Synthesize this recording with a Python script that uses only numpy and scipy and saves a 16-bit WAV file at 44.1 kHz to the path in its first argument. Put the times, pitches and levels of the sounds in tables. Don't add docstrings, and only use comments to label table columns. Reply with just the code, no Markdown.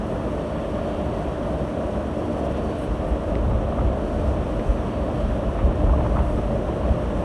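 import sys
import numpy as np
from scipy.fft import rfft, irfft, next_fast_len
from scipy.io import wavfile
from scipy.ndimage import map_coordinates

SR = 44100
rng = np.random.default_rng(int(sys.argv[2]) if len(sys.argv) > 2 else 0)


def wrap_up_sound(samples):
    columns = np.atleast_2d(samples).T
    tamed = np.clip(columns, -1, 1)
    steps = np.round(tamed * 32767).astype(np.int16)
    wavfile.write(sys.argv[1], SR, steps)


N = 319284


def amp(db):
    return 10 ** (np.asarray(db) / 20)


def unit(x):
    return x / np.sqrt(np.mean(x ** 2) + 1e-20)


def clock():
    return np.arange(N) / SR


def curve(rows):
    return np.interp(clock(), *np.transpose(rows))


def swell(s, half_s):
    return np.exp(-((clock() - s) / half_s) ** 2)


def swells(rows):
    return sum(amp(db) * swell(s, half_s) for s, db, half_s in rows)


def bursts(events, t60):
    t = clock()
    return sum((t >= s) * amp(db - 60 * np.abs(t - s) / t60) for s, db in events)


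def wobble(rate):
    knots = rng.standard_normal(int(N * rate / SR) + 4)
    return map_coordinates(knots, [clock() * rate], mode="nearest")


def filtered(x, response):
    size = next_fast_len(N + SR // 2)
    return irfft(rfft(x, size) * response(np.fft.rfftfreq(size, 1 / SR)), size)[:N]


def coloured(x, points):
    hz_points, db = np.transpose(points)
    return filtered(x, lambda hz: amp(np.interp(np.log(hz + 1), np.log(hz_points), db)))


def noise(points):
    return unit(coloured(rng.standard_normal(N), points))


def tone(cycles, db, waver_db, drift_rad):
    gain = amp(waver_db * wobble(5.5))
    phase = 2 * np.pi * cycles + drift_rad * wobble(4)
    return amp(db) * unit(gain * np.sin(phase))


# frequency in Hz, relative spectral level in dB.
ROAR_SPECTRUM = [(15, -55), (25, -16), (36, -7), (54, 0.5), (70, 2), (91, -4.5), (189, -5.5), (217, -3),
                 (269, -7), (295, -5.5), (356, -6), (469, -9), (570, -3.5), (650, -5.5), (793, -15.5),
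                 (1000, -20.5), (1300, -31.5), (2200, -120)]

def engine_roar(level_db=-26, lumpiness=0.073, sway_db=-0.23):
    firings = rng.standard_normal(N) * np.exp(lumpiness * wobble(160))
    sway = amp(sway_db * wobble(2.96) + 0.65 * wobble(13))
    return amp(level_db) * unit(coloured(firings, ROAR_SPECTRUM) * sway)


# multiple of the shaft speed, level in dB.
ENGINE_ORDERS = [(2, -42.5), (2.5, -45), (4, -45), (5.5, -48.5), (6, -43.5), (8, -52), (15, -48.5)]

def engine_hum(turns):
    return sum(tone(order * turns, db, waver_db=2.0, drift_rad=0.35) for order, db in ENGINE_ORDERS)


# frequency in Hz, relative spectral level in dB.
PANEL_SPECTRUM = [(570, -35), (635, -1), (700, 4), (770, -31), (1000, -80)]
# peak time in seconds, level in dB, half length in seconds.
PANEL_SWELLS = [(.87, -36, 0.086), (1.23, -34.5, 0.083), (3.55, -37.5, 0.068), (3.82, -38, .11),
                (5.58, -34.5, 0.068), (5.94, -36, 0.08), (6.21, -34.5, .13)]

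def housing_panel():
    return swells(PANEL_SWELLS) * noise(PANEL_SPECTRUM)


# time in seconds, level in dB.
PUMP_FUNDAMENTAL_LEVEL = [(0, -37.5), (1.1, -38.5), (2.0, -39), (2.3, -32), (2.65, -39.5), (3.0, -35),
                          (3.8, -44), (4.5, -38), (5.2, -40.5), (6.3, -34.5), (6.7, -47.5), (7.05, -37.5)]
# time in seconds, level in dB.
PUMP_OCTAVE_LEVEL = [(0, -50), (.45, -39), (.9, -36), (1.2, -40), (1.75, -39), (2.05, -37), (2.7, -44),
                     (3.0, -59), (3.6, -49), (4.25, -36), (4.65, -51), (5.4, -38.5), (5.65, -47),
                     (6.0, -35.5), (6.55, -39.5), (7.2, -37)]
# multiple of the shaft speed, level in dB.
PUMP_OVERTONES = [(40, -67), (50, -62)]

def pump_hum(turns, strokes_per_turn=10):
    strokes = strokes_per_turn * turns
    fundamental = tone(strokes, curve(PUMP_FUNDAMENTAL_LEVEL), waver_db=2.1, drift_rad=0.17)
    octave = tone(2 * strokes, curve(PUMP_OCTAVE_LEVEL), waver_db=1.5, drift_rad=0.05)
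    overtones = sum(tone(order * turns, db, waver_db=3.0, drift_rad=0.1) for order, db in PUMP_OVERTONES)
    return fundamental + octave + overtones


# resting level in dB, rise in dB at swell strength 1.
WHINE_LEVELS = [(-78, 11.5), (-84, 12.5)]
# peak time in seconds, half length in seconds, strength of the lower tone,
# strength of the upper tone.
WHINE_SWELLS = [(0.5, 0.27, 1.05, .2), (0.88, .09, 1.0, .5), (1.2, 0.22, .8, .5), (1.68, .19, .62, 0),
                (2.3, .22, .95, .2), (2.67, 0.16, 1.2, .35), (4.12, .19, .92, .2), (4.72, .22, 0, 1.0),
                (4.97, .2, 1.05, .5), (5.24, .08, .8, 0), (6.2, .2, .7, .3), (6.86, .08, .85, 0)]

def pump_whine(turns, orders=(150, 200)):
    rises = sum(np.outer(strengths, swell(s, half_s)) for s, half_s, *strengths in WHINE_SWELLS)
    return sum(amp(rise_db * rise) * tone(order * turns, db, waver_db=1.0, drift_rad=0.2)
               for order, (db, rise_db), rise in zip(orders, WHINE_LEVELS, rises))


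# frequency in Hz, relative spectral level in dB.
CLATTER_SPECTRUM = [(470, -38), (800, -12), (880, -3), (954, -2), (1110, 0.5), (1290, -4), (1460, -6.5),
                    (1570, -10), (1780, -9.5), (2120, -15.5), (2550, -14.5), (3120, -15.5), (4310, -28),
                    (4600, -35), (5980, -57), (10100, -120)]
# time in seconds, level in dB.
CLATTER_ENVELOPE = [(0.1, -41), (0.85, -40), (1.85, -41), (2.3, -41.5), (2.75, -40.5), (3.5, -41.5),
                    (4.2, -40.5), (5.35, -40), (5.9, -41), (6.5, -41), (6.9, -40)]

def metal_clatter(grit=0.053):
    impacts = rng.standard_normal(N) * np.exp(grit * wobble(500))
    clatter = unit(coloured(impacts, CLATTER_SPECTRUM) * amp(0.11 * wobble(9.7)))
    return amp(curve(CLATTER_ENVELOPE)) * clatter


# frequency in Hz, level in dB.
DRIVE_TONES = [(213.5, -41), (224.5, -45), (1222.5, -80), (1643.5, -63.5)]

def belt_drives():
    return sum(tone(hz * clock(), db, waver_db=1.0, drift_rad=0.96) for hz, db in DRIVE_TONES)


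# peak time in seconds, level in dB before the low cut, half length in seconds.
WIND_GUSTS = [(2.916, -27, 0.052), (3.096, -25, 0.05), (3.5, -19.8, 0.14), (3.85, -22, 0.061),
              (4.285, -23.5, 0.12), (4.7, -28, .04), (5.3, -26, 0.05), (5.488, -20.5, .02),
              (5.666, -20, 0.069), (5.93, -18.5, 0.18), (6.213, -21.5, 0.11), (6.377, -26, 0.19),
              (6.906, -21, 0.086), (7.24, -20, .06)]
# frequency in Hz, relative spectral level in dB before saturation.
RUMBLE_SPECTRUM = [(16, -34), (28, -8.5), (43, -2.5), (52, 1.5), (62, -1), (80, -5), (115, -10.5),
                   (145, -17.5), (170, -19), (230, -30.5), (400, -50), (800, -120)]
# time in seconds, peak level in dB before the low cut.
EDDY_THUMPS = [(2.905, -22), (3.128, -15), (3.435, -22), (3.555, -13), (3.8, -16), (3.875, -16), (4.70, -9),
               (5.25, -13.5), (5.645, -13), (5.68, -18), (5.85, -16), (5.915, -13), (6.0, -15),
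               (6.915, -10)]
# frequency in Hz, relative spectral level in dB.
RUSTLE_SPECTRUM = [(400, -4), (800, 7), (1200, -1), (1800, -22), (3000, -29), (6000, -44)]

def wind(breeze_db=-29.5, breeze_from_s=2.7, breeze_rise_s=0.58, port_drive=0.7,
         eddy_hz=53, eddy_half_s=0.012, low_cut_hz=30, rustle_db=-49, rustle_power=1.8):
    t = clock()
    breeze = amp(breeze_db) * np.clip((t - breeze_from_s) / breeze_rise_s, 0, 1)
    gust_power = sum((amp(db) * swell(s, half_s)) ** 2 for s, db, half_s in WIND_GUSTS)
    strength = np.sqrt(breeze ** 2 + gust_power)
    thumps = sum(amp(db) * swell(s, eddy_half_s) * np.sin(2 * np.pi * (eddy_hz * t + rng.random()))
                 for s, db in EDDY_THUMPS)
    rumble = strength * unit(np.tanh(port_drive * noise(RUMBLE_SPECTRUM)))
    buffeting = filtered(rumble + thumps, lambda hz: 1 - 1 / (1 + (hz / low_cut_hz) ** 6))
    puffs = amp(3 * wobble(70))
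    rustle = amp(rustle_db) * unit(strength ** rustle_power * puffs * noise(RUSTLE_SPECTRUM))
    return buffeting + rustle


# peak time in seconds, flutter level in dB, half length in seconds,
# rasp level in dB.
PORT_PUFFS = [(3.725, -33, .004, -58), (3.789, -28.5, .008, -52), (3.813, -28, .0045, -53),
              (5.592, -34.5, 0.023, -45), (5.867, -32, .004, -54), (5.897, -31.5, .003, -52),
              (5.939, -30.5, 0.0046, -56), (5.981, -30, .005, -48), (6.008, -25.5, 0.0035, -44),
              (6.05, -36, .008, -45), (6.066, -31, .004, -50), (6.168, -27, 0.0076, -47),
              (6.191, -34, .004, -39.5), (6.202, -34, .02, -52), (6.29, -38, .04, -61),
              (6.39, -35, .008, -56)]
# frequency in Hz, relative spectral level in dB.
FLUTTER_SPECTRUM = [(350, -18), (700, 3), (1000, 9), (1300, 3.5), (1600, -8.5), (2100, -19), (3200, -42),
                    (6000, -120)]
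# frequency in Hz, relative spectral level in dB.
RASP_SPECTRUM = [(1000, -15), (1700, 5.5), (2600, -2), (3400, -8), (4500, -24), (9000, -120)]

def port_flutter(ragged_db=-0.5):
    flutter = sum(amp(db) * swell(s, half_s) for s, db, half_s, _ in PORT_PUFFS)
    rasp = sum(amp(db) * swell(s, half_s) for s, _, half_s, db in PORT_PUFFS)
    raggedness = unit(amp(ragged_db * wobble(180)))
    return raggedness * (flutter * noise(FLUTTER_SPECTRUM) + rasp * noise(RASP_SPECTRUM))


# frequency in Hz, relative spectral level in dB.
SAND_SPECTRUM = [(2710, -16), (4600, -2.5), (4850, -5), (5620, 0.5), (7300, -7.5), (7970, -3.5), (8430, -3),
                 (10300, -9), (11200, -8.5), (11600, -12), (12000, -20), (15600, -47), (22000, -120)]
# time in seconds, relative level in dB.
SAND_FLOW = [(0, 1), (1.45, 1), (2.1, 1), (2.35, 2.5), (2.8, 1.5), (3.55, -1), (3.9, -0.5), (4.15, 2),
             (4.75, 1.4), (5.0, -0.2), (5.3, 2), (5.8, -1), (6.2, 1), (7.15, 1)]
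# peak time in seconds, level in dB, half length in seconds.
SAND_SPILLS = [(2.789, -59, .009), (2.832, -58, .036), (3.09, -65, .02), (6.27, -65, 0.18)]
# frequency in Hz, relative spectral level in dB.
SPRAY_SPECTRUM = [(6500, -40), (8000, 4), (11500, -3), (13000, -30)]

def sand(level_db=-59, grit=0.099, shake_hz=15.6, shake_s=2.452, shake_half_s=0.25, shake_depth=0.23):
    belt_motion = np.cos(2 * np.pi * shake_hz * (clock() - shake_s))
    shaking = 1 + shake_depth * swell(shake_s, shake_half_s) * belt_motion
    grains = rng.standard_normal(N) * np.exp(grit * wobble(900))
    flow = amp(curve(SAND_FLOW) + 0.64 * wobble(18))
    hiss = amp(level_db) * unit(coloured(grains, SAND_SPECTRUM) * shaking * flow)
    return hiss + swells(SAND_SPILLS) * noise(SPRAY_SPECTRUM)


# start in seconds, relative level in dB.
PEBBLE_TICKS = [(3.3545, -21), (4.596, -29)]
# frequency in Hz, gain in dB.
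PEBBLE_SPECTRUM = [(900, -20), (1700, 2.5), (2600, 2), (3600, -4.5), (4500, -6.5), (5800, -17), (7000, -38)]

def pebbles(knock_hz=2100, knock_t60_s=0.008, knock_db=-7):
    pulses = amp(8) * coloured(bursts(PEBBLE_TICKS, t60=0.0004), PEBBLE_SPECTRUM)
    knocks = sum(bursts([(s, db + knock_db)], knock_t60_s) * np.sin(2 * np.pi * knock_hz * (clock() - s))
                 for s, db in PEBBLE_TICKS)
    chips = amp(-20) * bursts(PEBBLE_TICKS, t60=0.011) * noise(PEBBLE_SPECTRUM)
    return pulses + knocks + chips


# frequency in Hz, relative spectral level in dB.
ROLLER_SPECTRUM = [(1300, -30), (2100, -3), (3100, 1), (3900, -11), (5500, -32)]
# peak time in seconds, level in dB, half length in seconds.
ROLLER_SPELLS = [(.55, -58, 0.17), (0.922, -53.5, 0.17), (2.52, -53.5, 0.15), (2.78, -53, .08),
                 (5.2, -55, .08), (6.9, -59, 0.13)]

def rollers(grit=0.25):
    return swells(ROLLER_SPELLS) * unit(noise(ROLLER_SPECTRUM) * np.exp(grit * wobble(300)))


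def scene(shaft_hz=30.02):
    turns = np.cumsum(shaft_hz * (1 + 0.0002 * wobble(2))) / SR
    tones = engine_hum(turns) + pump_hum(turns) + belt_drives() + pump_whine(turns)
    machine_noise = engine_roar() + metal_clatter() + housing_panel() + rollers()
    return (tones + machine_noise + sand() + pebbles() + wind() + port_flutter())[None]


def record(dry):
    cutoff_hz = 11900
    return filtered(dry[0], lambda hz: 1 / np.sqrt(1 + (hz / cutoff_hz) ** 160))[None]


dry = scene()
out = record(dry)
wrap_up_sound(out)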